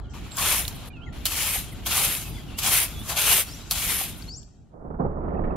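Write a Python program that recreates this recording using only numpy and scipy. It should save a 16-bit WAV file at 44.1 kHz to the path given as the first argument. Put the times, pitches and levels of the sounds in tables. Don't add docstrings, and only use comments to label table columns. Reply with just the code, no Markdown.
import sys
import numpy as np
from scipy import signal
from scipy.fft import rfft, irfft, next_fast_len
from scipy.io import wavfile
from scipy.ndimage import uniform_filter1d, map_coordinates

SR = 44100
rng = np.random.default_rng(int(sys.argv[2]) if len(sys.argv) > 2 else 0)


def output_pcm(signal):
    pcm = np.clip(np.atleast_2d(signal).T, -1, 1) * 32767
    wavfile.write(sys.argv[1], SR, np.round(pcm).astype(np.int16))


def attenuation_scalar(level_db):
    decades = np.asarray(level_db, float) / 20
    return 10 ** decades


N = 245195
TIME = np.arange(N) / SR

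BITES = [.37, 1.255, 1.862, 2.59, 3.121, 3.709]
DEPTHS = [1, -1, 0, -0.5, -0.5, -1.5]
# dig_s, hardest_s, lift_s, rest_s, pressure_db
PULLS = [
    (.41, .545, .6, .7, -24.5),
    (1.32, 1.47, 1.585, 1.665, -27),
    (1.91, 2.045, 2.125, 2.29, -24),
    (2.632, 2.76, 2.835, 2.9, -21.5),
    (3.174, 3.335, 3.405, 3.47, -21.5),
    (3.755, 3.92, 4.04, 4.145, -27),
]
# start_s, spray_db, landing_s, dying_db_per_s
LANDINGS = [
    (0.386, -28, 0.034, 94),
    (.68, -34, 0.0045, 700),
    (1.259, -23.5, 0.0067, 291.5),
    (1.868, -25.5, 0.012, 200.5),
    (2.589, -28.5, 0.015, 500),
    (3.102, -28.5, 0.058, 180),
    (3.714, -26.5, 0.013, 320),
]
SHARE_DB = [0, -3, -1.5, -6.5]
THINS_DB = [1.5, -5, -2, -3]
SPRAY_DB = [-1, -4.5, -7, -13]
DEEPER = [0, -0.26, -.4, 1.3]
BLUNT_DB_PER_S = [0, 2, 20, 147]
NEAR_AIR_DB = [-62.5, -60, -51, -50.5]
FAR_AIR_DB = [-88, -77, -64, -58.5]
# start_s, end_s, air_db
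NEAR_SPANS = [
    (.135, .89, 2.5),
    (1.125, 4.297, -.5),
]
# pitch_hz, level_db per Hz
FIZZ = [(7000, -59.5), (8100, -8), (9000, -5), (10900, -2.5), (13000, -4), (15200, -10), (15700, -10),
        (16000, -80.5)]
# pitch_hz, level_db per Hz
HISS = [(3000, -27.5), (4300, -3), (5500, 0), (7000, 1), (7600, 1.5), (8400, -12), (10000, -78)]
# pitch_hz, width_hz, level_db
BLADE = [(2444, 940, -1), (3200, 600, 3.5), (3915, 1000, -1)]
# pitch_hz, width_hz, level_db
HEAP = [(631, 665, -3.5), (1416, 1110, -2.5)]
# pitch_hz, likeness (-1 to 1)
SAND_ALIKE = [(300, 0.71), (1400, 0.94), (3100, .65), (5000, 0.32), (6800, -0.14), (8500, 0.62),
              (11000, 0.78), (15000, 0.015)]
# pitch_hz, left_over_right_db
SAND_PAN = [(380, 8.5), (700, 2), (3500, 2.5), (6500, 5.5), (9000, 1), (13000, 0.5), (15000, 4)]
# centre_s, level_db
TRICKLES = [(.76, -54), (.885, -53), (1.728, -48), (2.298, -49), (2.334, -64), (3, -53), (4.182, -48),
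            (4.433, -78)]
# start_s, end_s, level_db
HAZES = [
    (0.097, 0.108, -59.5),
    (3.455, 3.7, -53.5),
    (4.21, 4.389, -57),
]
# start_s, peak_db, pitch_hz, left_over_right_db, fall_by_60_db_s
CHOPS = [
    (0.37, -15, 7250, 3, 0.011),
    (0.6801, -10, 4330, -6, 0.0059),
    (1.2551, -5.5, 4120, -0.5, 0.0062),
    (1.2657, -10, 4550, -3, .014),
    (1.861, -15.5, 3200, -5.5, 0.011),
    (2.589, -17, 3320, -4.5, 0.011),
    (2.633, -19, 2970, -1, 0.014),
    (3.711, -1.5, 4340, -1.5, 0.0041),
    (3.721, -13.5, 4500, 1, 0.015),
]
# start_s, peak_db, pitch_hz, left_over_right_db, fall_by_60_db_s
TICKS = [
    (0.319, -24, 4100, -3, 0.0042),
    (.6523, -18.5, 3670, -12, 0.0052),
    (4.2233, -33, 4560, 6.5, 0.022),
    (4.431, -43.5, 3440, -9, 0.0053),
    (1.558, -28, 766, -0.5, 0.046),
    (4.012, -26.5, 758, 0, 0.044),
]
# start_s, length_s, from_hz, to_hz, level_db
WHISTLES = [(.03, .045, 3550, 2850, -64), (.085, .035, 3200, 3150, -64), (.305, .06, 7700, 7580, -48),
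            (.9, .025, 2430, 2390, -56), (.926, .062, 2960, 2540, -51), (.95, .19, 1400, 1385, -58),
            (.02, .15, 1430, 1420, -65), (1.01, .045, 2800, 3320, -54), (1.063, .037, 2250, 1750, -52),
            (1.045, .075, 6300, 7150, -72), (1.222, .03, 2400, 2400, -56), (2.238, .055, 2720, 2540, -49),
            (2.34, .04, 3520, 3400, -50), (2.375, .045, 3120, 3350, -52), (1.67, .03, 3000, 3350, -52),
            (2.48, .03, 3050, 2700, -52), (2.53, .055, 2550, 2900, -51), (2.94, .068, 7900, 5800, -57),
            (3.455, .085, 5900, 5150, -53), (1.72, .022, 2230, 1900, -51), (2.275, .16, 4950, 4750, -60),
            (2.368, .024, 2250, 1980, -52), (3.598, .05, 3630, 4050, -52), (3.533, .022, 5500, 6050, -44)]
# start_s, length_s, ends_hz, dip_hz, level_db
DIPS = [
    (.926, .125, 3050, 2540, -60),
    (2.915, .13, 3900, 3370, -46.5),
]
# time_s into it, pitch_hz
RISE = [(0, 3950), (.022, 4370), (.052, 4780), (.075, 5350), (.09, 5800), (.102, 6950), (.114, 7500),
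        (.142, 7680)]
# start_s, level_db
RISES = [
    (3.457, -50),
    (4.267, -42),
]
# pitch_hz, level_db per Hz
ROAD = [(11, -36), (18, -15.5), (48, 1), (124, -6.5), (161, -9), (259, -13.5), (410, -21.5), (523, -29),
        (565, -28.5), (700, -25), (910, -32), (1540, -120)]
# pitch_hz, likeness (-1 to 1)
ROAD_ALIKE = [(40, 0.71), (150, 0.78), (400, 0.5), (1000, 0.32)]
# time_s, level_db
THUNDER = [(4.7, -65.5), (4.74, -49), (4.87, -39.5), (4.91, -36.5), (4.984, -40), (4.997, -24.5),
           (5.075, -30.5), (5.125, -35), (5.36, -29.5), (5.56, -30.5)]
# centre_s, jump_db over the roll
PEALS = [(4.738, 3), (4.849, 6), (4.904, 9.5), (4.942, 11), (5, 0), (5.05, 5.5), (5.163, -16.5), (5.28, -3),
         (5.391, -0.5), (5.44, 3), (5.473, -2.5), (5.508, -3.5)]
# centre_s, peak_db
FLECKS = [
    (5.375, -53),
    (5.509, -52),
]
# pitch_hz, level_db per Hz
ROLL = [(59, -21.5), (100, -11.5), (146, 0), (318, -6), (400, -7), (633, -9.5), (714, -9), (796, -12.5),
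        (1290, -20), (2500, -53.5), (3250, -82.5), (5500, -120)]
# pitch_hz, level_db per Hz
BOOM = [(8.8, -39.5), (15, 3.5), (48, 4), (75, 4.5), (113, -12), (140, -5.5), (180, -26.5), (310, -120)]
# pitch_hz, level_db per Hz
CRACKLE = [(1300, -120), (1700, 10), (2600, -9), (3300, -17.5), (4500, -31), (12000, -46.5), (13000, -120)]
# pitch_hz, likeness (-1 to 1)
SKY_ALIKE = [(60, 1), (130, 1), (290, 0.53), (640, 0.56), (1410, 0.47), (2500, 0), (4000, 0)]
# pitch_hz, left_over_right_db
SKY_PAN = [(60, -3.5), (200, -1.5), (400, -6.5), (1300, -6.5), (2400, -2)]


def unit(x):
    return x / np.sqrt(np.mean(x ** 2) + 1e-20)


def along(points, hz):
    f, value = np.transpose(points)
    return np.interp(np.log(hz + 1), np.log(f + 1), value)


def colour(points):
    return lambda hz: attenuation_scalar(along(points, hz))


def wobble(rate):
    knots = rng.standard_normal(int(N * rate / SR) + 4)
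    return map_coordinates(knots, [np.arange(N) * rate / SR])


def filtered(x, response):
    m = next_fast_len(N + SR // 2)
    return irfft(rfft(x, m) * response(np.fft.rfftfreq(m, 1 / SR)), m)[..., :N]


def resonances(modes, hz):
    total = 0
    for k, (centre, width, db) in enumerate(modes):
        damping = 1j * hz * width
        total = total + (-1) ** k * attenuation_scalar(db) * damping / (centre ** 2 - hz ** 2 + damping)
    return total


def spread(pair, gain, alike, pan):
    m = next_fast_len(N + 8192)
    hz = np.fft.rfftfreq(m, 1 / SR)
    turn = np.arccos(np.clip(along(alike, hz), -1, 1)) / 2
    mid, side = rfft(pair, m) * gain(hz) * [np.cos(turn), np.sin(turn)]
    lean = attenuation_scalar(along(pan, hz) / 2 * [[1], [-1]])
    both = irfft(np.array([mid + side, mid - side]) * lean, m)[:, :N]
    return both / np.sqrt(np.mean(both.mean(0) ** 2))


def grit(clumps, spike_db):
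    sizes = attenuation_scalar(spike_db * rng.exponential(1, (2, N)))
    return clumps * sizes * rng.standard_normal((2, N))


def puffs(events, width_s):
    return sum(attenuation_scalar(db - 10 * ((TIME - s) / width_s) ** 2) for s, db in events)


def drag():
    fizz_db, hiss_db, blade_db, heap_db = drag_levels()
    clumps = attenuation_scalar(1.5 * wobble(40) + 0.62 * wobble(350))

    def sand(gain, spike_db, depth_db):
        return spread(patchy(grit(clumps, spike_db), depth_db), gain, SAND_ALIKE, SAND_PAN)

    def blade_gain(hz):
        return resonances(BLADE, hz) * hz ** 2 / (hz ** 2 + 1600 ** 2) / (1 + (hz / 5000) ** 4)

    def heap_gain(hz):
        return resonances(HEAP, hz) * hz ** 2 / (hz ** 2 + 400 ** 2) / (1 + (hz / 2200) ** 4)

    fizz = sand(colour(FIZZ), spike_db=2.0, depth_db=2.5)
    hiss = sand(colour(HISS), spike_db=2.0, depth_db=2.0)
    blade = sand(blade_gain, spike_db=2.5, depth_db=1.5)
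    heap = sand(heap_gain, spike_db=2.5, depth_db=2.0)

    since_s = TIME - np.array([0, *BITES])[np.searchsorted(BITES, TIME)]
    blade_buried = np.clip(since_s / 0.082 - 1, -1, 1) * (since_s < .32)
    heap_buried = np.clip(since_s / 0.1013 - 1, -1, 1)
    blade = sinking(blade, 2450, blade_buried, tilt_db=3.0)
    heap = sinking(heap, 550, heap_buried, tilt_db=2.0)

    far = 1 / (1 + attenuation_scalar(fizz_db + 45.5))
    layers = (attenuation_scalar(fizz_db) + puffs(TRICKLES, width_s=0.012)) * fizz
    layers = layers + attenuation_scalar(hiss_db) * widened(hiss, far)
    layers = layers + attenuation_scalar(blade_db) * widened(blade, far)
    return layers + attenuation_scalar(heap_db) * widened(heap, far)


def drag_levels():
    pull, spray, skim = contact()
    present = uniform_filter1d(sum(1. * (TIME > a) * (TIME < b) for a, b, _ in NEAR_SPANS), size=300)
    stir_db = sum(db * (TIME > a) * (TIME < b) for a, b, db in NEAR_SPANS)
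    depth_db = np.array([0, *DEPTHS])[np.searchsorted(BITES, TIME + .05)]
    air = [attenuation_scalar(far + (near - far) * present + stir_db + fade_db()) ** 2
           for near, far in zip(NEAR_AIR_DB, FAR_AIR_DB)]
    for start, end, db in HAZES:
        air[1] = air[1] + (TIME > start) * attenuation_scalar(db - 86 * np.maximum(TIME - end, 0)) ** 2
    levels = []
    for share, thins, thrown, deeper, still in zip(SHARE_DB, THINS_DB, spray, DEEPER, air):
        moved = pull * attenuation_scalar(share + thins * skim) ** 2 + thrown
        power = present * attenuation_scalar(deeper * depth_db) ** 2 * moved + still
        levels.append(10 * np.log10(power + 1e-20))
    return levels


def contact():
    dig_in_s, settle_db_per_s = 0.024, 74.5
    pull, spray, skim = np.zeros(N), np.zeros((len(SPRAY_DB), N)), np.zeros(N)
    for dig, hardest, lift, rest, db in PULLS:
        shape_db = np.interp(TIME, [dig - dig_in_s, dig, hardest, lift, rest], [-22, -6, 0, -5.5, -26])
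        settling_db = settle_db_per_s * np.maximum(TIME - rest, 0)
        pull += (TIME > dig - dig_in_s) * attenuation_scalar(db + shape_db - settling_db) ** 2
        skim += np.interp(TIME, [dig, hardest, lift, rest], [0, 0.65, 0.89, 0.045])
    for s, db, landing, dying in LANDINGS:
        mix = attenuation_scalar(np.array(SPRAY_DB) + np.array(BLUNT_DB_PER_S) * landing)
        drop_db = np.where(TIME < s, 20 * (s - TIME) / landing, dying * (TIME - s))
        spray += np.outer(mix ** 2, attenuation_scalar(db - drop_db) ** 2)
    return pull, spray, skim


def patchy(pair, depth_db):
    z = signal.stft(pair, nperseg=512)[2]
    field = uniform_filter1d(rng.standard_normal(z.shape[1:]), size=3, axis=0)
    field = uniform_filter1d(field, size=10, axis=1)
    return signal.istft(z * attenuation_scalar(depth_db * unit(field)), nperseg=512)[1][:, :N]


def sinking(x, split_hz, buried, tilt_db):
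    low = filtered(x, lambda hz: 1 / (1 + (hz / split_hz) ** 10))
    return attenuation_scalar(tilt_db * buried) * low + attenuation_scalar(-tilt_db * buried) * (x - low)


def widened(pair, far):
    left, right = pair
    return np.array([left * attenuation_scalar(-1.2 * far), np.cos(far) * right + np.sin(far) * np.roll(right, SR)])


def chops():
    out, t = np.zeros((2, N + SR)), np.arange(SR // 40) / SR
    hits = [(*row, .45) for row in CHOPS] + [(*row, .82) for row in TICKS]
    for s, db, hz, pan_db, t60, share in hits:
        burst = attenuation_scalar(-120 * t / t60) + 0.23 * attenuation_scalar(-60 * t / .05)
        mid, side = np.diff(rng.standard_normal((2, len(t) + 1))) * burst
        crack = np.array([mid + .5 * side, mid - .5 * side])
        ping = np.sin(2 * np.pi * hz * t) * attenuation_scalar(-60 * t / t60) * (1 - np.exp(-t / 0.00013))
        hit = 0.55 * (1 - share) * crack + 1.13 * share * ping
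        out[:, round(s * SR):][:, :len(t)] += attenuation_scalar(db) * attenuation_scalar([[pan_db / 2], [-pan_db / 2]]) * hit
    return out[:, :N]


def birds():
    song = np.zeros((2, N))
    waver_hz, flutter_db = 12 * wobble(330), 1.2 * wobble(200) + 1.08 * wobble(45)
    for s, hz, db in whistle_paths():
        span = slice(round(s * SR), round(s * SR) + len(hz))
        hz = uniform_filter1d(hz, size=400, mode="nearest") + waver_hz[span]
        swell = attenuation_scalar(db + flutter_db[span]) * signal.windows.tukey(len(hz), .4)
        tone = np.sqrt(2) * swell * np.sin(2 * np.pi * np.cumsum(hz) / SR)
        song[:, span] += tone * attenuation_scalar(rng.normal(0, 3.0) * np.array([[1], [-1]]))
    t = np.arange(SR // 2) / SR
    tail = rng.standard_normal((2, len(t))) * attenuation_scalar(-60 * t / 0.67)
    echo = signal.fftconvolve(song, tail / np.linalg.norm(tail[0]), axes=1)[:, :N]
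    return song + attenuation_scalar(-8 - 60 * np.maximum(TIME - 4.4, 0)) * echo


def whistle_paths():
    def run(length):
        return np.linspace(0, 1, round(length * SR))

    paths = []
    for s, length, start_hz, end_hz, db in WHISTLES:
        paths.append((s, end_hz + (start_hz - end_hz) * (1 - run(length)) ** 1.4, db))
    for s, length, ends, dip, db in DIPS:
        bend_hz = dip + (ends - dip) * (2 * run(length) - 1) ** 2
        paths.append((s, bend_hz, db - 8 * (1 - run(length)) ** 2))
    climbing = run(RISE[-1][0])
    climb_hz = np.interp(climbing * RISE[-1][0], *np.transpose(RISE))
    for s, db in RISES:
        paths.append((s, climb_hz, db - 3.5 * climbing))
    return paths


def traffic():
    hum = spread(rng.standard_normal((2, N)), colour(ROAD), ROAD_ALIKE, [(50, -0.67)])
    return attenuation_scalar(-38 + fade_db() + 1.6 * wobble(12)) * hum


def fade_db():
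    return -29.5 * np.maximum(TIME - 4.15, 0) - 3000 * np.maximum(TIME - 4.74, 0)


def thunder():
    roll_db = np.interp(TIME, *np.transpose(THUNDER))
    boom_db = 0.5 + np.interp(TIME - .04, TIME, roll_db) - roll_db
    crackle_db = -26.5 - 57 * np.maximum(5.4 - TIME, 0)
    claps = sum((TIME > s) * attenuation_scalar(jump_db - 60 * np.abs(TIME - s) / 0.086) for s, jump_db in PEALS)
    lumps = attenuation_scalar(0.77 * wobble(60)) + uniform_filter1d(claps, size=150)
    lumps = lumps / np.sqrt(uniform_filter1d(lumps ** 2, size=5000))
    sharp = lumps ** 1.7 * attenuation_scalar(3.4 * wobble(70))
    roll = spread(grit(lumps, spike_db=2), colour(ROLL), SKY_ALIKE, SKY_PAN)
    boom = spread(rng.standard_normal((2, N)), colour(BOOM), SKY_ALIKE, SKY_PAN)
    crackle = spread(grit(sharp, spike_db=1.5), colour(CRACKLE), SKY_ALIKE, SKY_PAN)
    layers = attenuation_scalar(0.6) * roll + attenuation_scalar(boom_db) * boom + attenuation_scalar(crackle_db) * crackle
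    flecks = puffs(FLECKS, width_s=0.0034) * np.sin(2 * np.pi * 2600 * TIME)
    left, right = attenuation_scalar(roll_db) * (TIME > THUNDER[0][0]) * layers + flecks
    return np.array([np.roll(left, shift=15), right])


def scene():
    return drag() + chops() + birds() + traffic() + thunder()


def roll_off(x):
    return signal.sosfilt(signal.butter(12, 16650, fs=SR, output="sos"), x)


def record(dry):
    soft_top = filtered(dry, lambda hz: 1 / (1 + (hz / 15900) ** 60))
    hz, s, z = signal.stft(soft_top, SR, nperseg=1024)
    power = uniform_filter1d(np.abs(z.mean(0)) ** 2, size=3, axis=0)
    power = uniform_filter1d(power, size=5, axis=1)
    near_db = 10 * np.log10(np.abs(power) + 1e-20)
    around_db = uniform_filter1d(near_db, size=21, axis=0)
    faint = near_db < around_db - np.where(around_db < -82, .8, 4.5)
    dropped = faint & (hz[:, None] > 1500) & (s < THUNDER[0][0])
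    kept = signal.istft(z * np.where(dropped, .15, 1), SR, nperseg=1024)[1][:, :N]
    self_noise = attenuation_scalar(-83) * filtered(rng.standard_normal((2, N)), lambda hz: hz < 12000)
    return roll_off(kept + self_noise)


dry = scene()
out = record(dry)
output_pcm(out)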